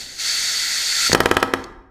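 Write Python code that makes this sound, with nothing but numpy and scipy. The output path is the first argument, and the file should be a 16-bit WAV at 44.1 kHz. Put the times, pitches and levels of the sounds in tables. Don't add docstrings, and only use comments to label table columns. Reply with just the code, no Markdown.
import sys
import numpy as np
from scipy import signal
from scipy.fft import rfft, irfft
from scipy.io import wavfile
from scipy.ndimage import uniform_filter1d

SR = 44100
rng = np.random.default_rng(int(sys.argv[2]) if len(sys.argv) > 2 else 0)


def rack_gain(trim_db):
    fader = np.asarray(trim_db, float)
    return 10 ** (fader / 20)


def dump_mix(stems):
    frames = np.atleast_2d(stems).T
    limited = np.clip(frames, -1, 1)
    pcm = np.round(limited * 32767).astype(np.int16)
    wavfile.write(sys.argv[1], SR, pcm)


N = 83790
TOP_HZ = 15270

# frequency in Hz, level in dB.
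HUM_COLOUR = [(25, -0.5), (60, -4), (150, -7), (400, -8.5), (800, -12.5), (1100, -24.5), (4000, -41),
              (15000, -52)]
# centre in Hz, level in dB, time to fade by 60 dB in seconds.
SHOP_TAIL = [(60, -31.5, 1), (125, -37.5, 1), (265.4, -43, 0.95), (495, -43, .65), (926, -40.5, 0.84),
             (1884, -44, 0.65), (4270, -42, .55), (8200, -45.5, .45), (13000, -45.5, .35)]
# time in seconds, level in dB.
AIR_FLOW = [(0, -34), (.015, -31.5), (.06, -36.5), (.178, -36), (.2, -25), (.27, -21.5), (.5, -21.5),
            (.8, -21.5), (.94, -20), (1.075, -17), (1.1, -23), (1.128, -21), (1.142, -41), (1.16, -45.5),
            (1.4, -60), (1.46, -69), (1.6, -53.5), (1.9, -95.5)]
# frequency in Hz, width in Hz, level in dB.
PORT_RESONANCES = [(1395, 456, -14.5), (2052, 347, -7.5), (2664, 143, -9.5), (3457, 630, -9),
                   (4500, 199, 1.5), (5100, 296, -6), (6110, 960, -8), (6906, 300, -6), (7550, 300, -10.5),
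                   (8710, 650, -14.5), (9400, 450, -17), (11100, 380, -18.5), (12600, 410, -21.5),
                   (13700, 500, -27)]
# frequency in Hz, level in dB.
JET_COLOUR = [(30, -22), (100, -27.5), (400, -29), (800, -25), (1100, -26), (2000, -40)]
# start in seconds, level in dB, length in seconds.
EXHAUST_PUFFS = [(1.1291, -11, 0.0038), (1.175, -40, .006), (1.233, -34, 0.0036), (1.241, -41, 0.0025),
                 (1.287, -38, 0.0035), (1.293, -40, 0.0026), (1.341, -33, 0.0027), (1.349, -34, 0.0022),
                 (1.399, -34, 0.0025), (1.404, -37, 0.0026), (1.474, -49, .004), (1.6396, -35.5, .003)]
# start in seconds, level in dB, frequency in Hz,
# time to fade by 60 dB in seconds.
BENCH_JOLTS = [
    (1.0973, -23, 242, 0.057),
    (1.11, -21.5, 128, 0.069),
    (1.1296, -11, 148, 0.044),
]
# start in seconds, then force, thud, ring and crack, all in dB.
PISTON_BLOWS = [
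    (1.0968, -22.5, 3.5, -9.5, -7),
    (1.1306, -6, 0, -3.5, -8.5),
    (1.1482, 0, 0, 1, 7),
    (1.2038, 2, -5.5, -3, 2.5),
    (1.2580, -4.5, 1.5, 3.5, 6.5),
    (1.3127, 0.5, -3.5, -1, 1.5),
    (1.3681, -1.5, -2.5, 0.5, 3.5),
    (1.4276, 2, -5, -2, -0.5),
    (1.5369, -8, 1.5, 4.5, 6.5),
]
# frequency in Hz, level in dB, time to fade by 60 dB in seconds.
THUD_MODES = [(43.4, -34, .2), (71, -27, .05), (95.7, -32, 0.27), (135, -25, 0.045), (213, -23.5, 0.15),
              (267.2, -22.5, 0.28), (357, -13, 0.055), (374, -30, 0.44), (442, -17, 0.031),
              (475.5, -19, 0.086)]
# frequency in Hz, level in dB, time to fade by 60 dB in seconds.
RING_MODES = [(634.6, -21, 0.09), (756, -22.5, 0.079), (887, -23, 0.11), (1217, -19.5, 0.062),
              (1300.4, -22.5, 0.11), (1617, -23, 0.098), (1688, -20.5, 0.056), (1866, -23.5, 0.077),
              (2398, -26.5, 0.052), (3010, -27.5, 0.028), (3694, -33, 0.015), (4540, -33.5, 0.019),
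              (5350, -27.5, 0.013)]
# frequency in Hz, level in dB.
CRACK_COLOUR = [(2500, 4), (5000, -0.5), (8000, -4.5), (12000, -9), (16000, -19)]


def bins_hz(n):
    return np.arange(n // 2 + 1) * SR / n + 1


def shade(table, n):
    hz, db = np.array(table, float).T[:2]
    return rack_gain(np.interp(np.log(bins_hz(n)), np.log(hz), db))


def octave_hump(hz, n):
    return np.exp(-2 * np.log2(bins_hz(n) / hz) ** 2)


def unit(x):
    return x / np.sqrt(np.mean(x ** 2))


def noise(gain, n):
    return unit(irfft(rfft(rng.standard_normal(n)) * gain, n))


def walk(rate_hz):
    hold = int(SR / rate_hz)
    steps = np.repeat(rng.standard_normal(N // hold + 1), hold)
    smooth = uniform_filter1d(uniform_filter1d(steps, hold), hold)
    return unit(smooth[:N])


def fall(t, t60):
    return np.exp(-np.log(1000) * np.maximum(t, 0) / t60)


def knock(t, start_s, db, hz, t60):
    since = t - start_s
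    return rack_gain(db) * (t > start_s) * fall(since, t60) * np.sin(2 * np.pi * hz * since)


def hum(t):
    level_db = -53 + 1.9 * walk(5.2)
    duck_db = -12 * (t > 1.11)
    return noise(shade(HUM_COLOUR, N) * (bins_hz(N) < TOP_HZ), N) * rack_gain(level_db + duck_db)


def shop(x):
    n, gap_s = 32768, 0.0067
    t = np.arange(n) / SR
    tail = 0
    for hz, db, t60 in SHOP_TAIL:
        gain = octave_hump(hz, n) * (bins_hz(n) < TOP_HZ)
        band = irfft(rfft(rng.standard_normal(n)) * gain, n)
        tail = tail + rack_gain(db) * band * fall(t, t60)
    return signal.fftconvolve(x, tail * np.clip(t / gap_s, 0, 1))[:N]


def sway(t):
    start_s, rise_s, t60 = 1.6, 0.2, 0.6
    swell = np.clip((t - start_s) / rise_s, 0, 1) * fall(t - start_s - rise_s, t60)
    return rack_gain(-43.5) * noise(octave_hump(37, N), N) * swell


def port_hiss(duct):
    f = bins_hz(N)
    white = rfft(rng.standard_normal(N))
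    hiss = 0
    highest_port = (15000, 700, -29)  # Hz, width in Hz, dB
    for k, (hz, width_hz, db) in enumerate(PORT_RESONANCES + [highest_port]):
        port = 1 / (1 + 1j * (f / hz - hz / f) * hz / width_hz)
        flutter = rack_gain(db + 0.73 * walk(29.63))
        hiss = hiss + (-1) ** k * flutter * irfft(white * port * duct, N)
    return unit(hiss)


def duct_whistle(duct, flow_db):
    hz, width_hz = 1382, 59.5
    level_db = -14 + 3 * (flow_db + 18)
    return rack_gain(level_db) * noise(duct / (1 + ((bins_hz(N) - hz) / width_hz) ** 2), N)


def exhaust(t):
    puffs = 0
    for start_s, db, length_s in EXHAUST_PUFFS:
        opening = np.clip((t - start_s) / 0.0007, 0, 1)
        puffs = puffs + rack_gain(db) * opening * fall(t - start_s - length_s, 4 * length_s)
    return puffs


def air(t):
    f = bins_hz(N)
    duct = (f < TOP_HZ) / np.sqrt(1 + (1270 / f) ** 40)
    flow_db = np.interp(t, *np.array(AIR_FLOW).T)
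    flow = rack_gain(flow_db) + exhaust(t)
    roar = rack_gain(-24) * noise(shade(JET_COLOUR, N) * (f < TOP_HZ), N)
    return flow * (port_hiss(duct) + duct_whistle(duct, flow_db) + roar)


def valve_tick(t):
    return knock(t, start_s=1.118, db=-0.5, hz=1849.5, t60=0.0052)


def jolts(t):
    return -sum(knock(t, *row) for row in BENCH_JOLTS)


def ring(modes, t, chance):
    hz, db, t60 = np.array(modes).T[:, :, None]
    tune, size = chance[:, :len(modes), None]
    hz = hz * (1 + 0.004 * tune)
    level = rack_gain(db + 1.5 * size)
    return (level * fall(t, t60) * np.cos(2 * np.pi * hz * t)).sum(axis=0)


def hammer():
    n = 16384
    t = np.arange(n) / SR
    out = np.zeros(N + n)
    chance = rng.standard_normal((len(PISTON_BLOWS), 2, 2, 16))
    steel = shade([(1200, -30)] + CRACK_COLOUR, n)
    same_crack = noise(steel, n)
    contact_s, contact_db, lift_s = 0.0047, 9.5, 0.00037
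    press = rack_gain(contact_db / (1 + np.exp(np.clip((t - contact_s) / lift_s, -50, 50))))
    crack_hold_s, crack_t60, rebound_s, rebound_db = 0.0021, 0.01, 0.0063, -14.5
    rebound = rack_gain(rebound_db) * (t > rebound_s) * fall(t - rebound_s, 2 * crack_t60)
    snap = fall(t - crack_hold_s, crack_t60) + rebound
    rise = 1 - np.exp(-t / 0.00019)
    for (start_s, db, thud_db, ring_db, crack_db), luck in zip(PISTON_BLOWS, chance):
        crack = rack_gain(-24 + crack_db) * (same_crack + 1.2 * noise(steel, n)) * snap
        thud = rack_gain(thud_db) * ring(THUD_MODES, t, luck[0])
        sheet = thud + rack_gain(ring_db) * ring(RING_MODES, t, luck[1])
        i = int(start_s * SR)
        out[i:i + n] += rack_gain(db) * (press * sheet + crack) * rise
    return out[:N]


def scene():
    t = np.arange(N) / SR
    blows = valve_tick(t) + jolts(t) + hammer()
    return (hum(t) + shop(blows) + sway(t) + air(t) + blows)[None]


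def roll_off(x):
    return signal.sosfilt(signal.butter(12, 16470, fs=SR, output="sos"), x)


def record(dry):
    low_pass = signal.butter(10, 16200, fs=SR, output="sos")
    x = signal.sosfilt(low_pass, dry)
    mix = x / (1 + np.abs(x / 0.98) ** 6) ** (1 / 6)
    return roll_off(mix)


dry = scene()
out = record(dry)
dump_mix(out)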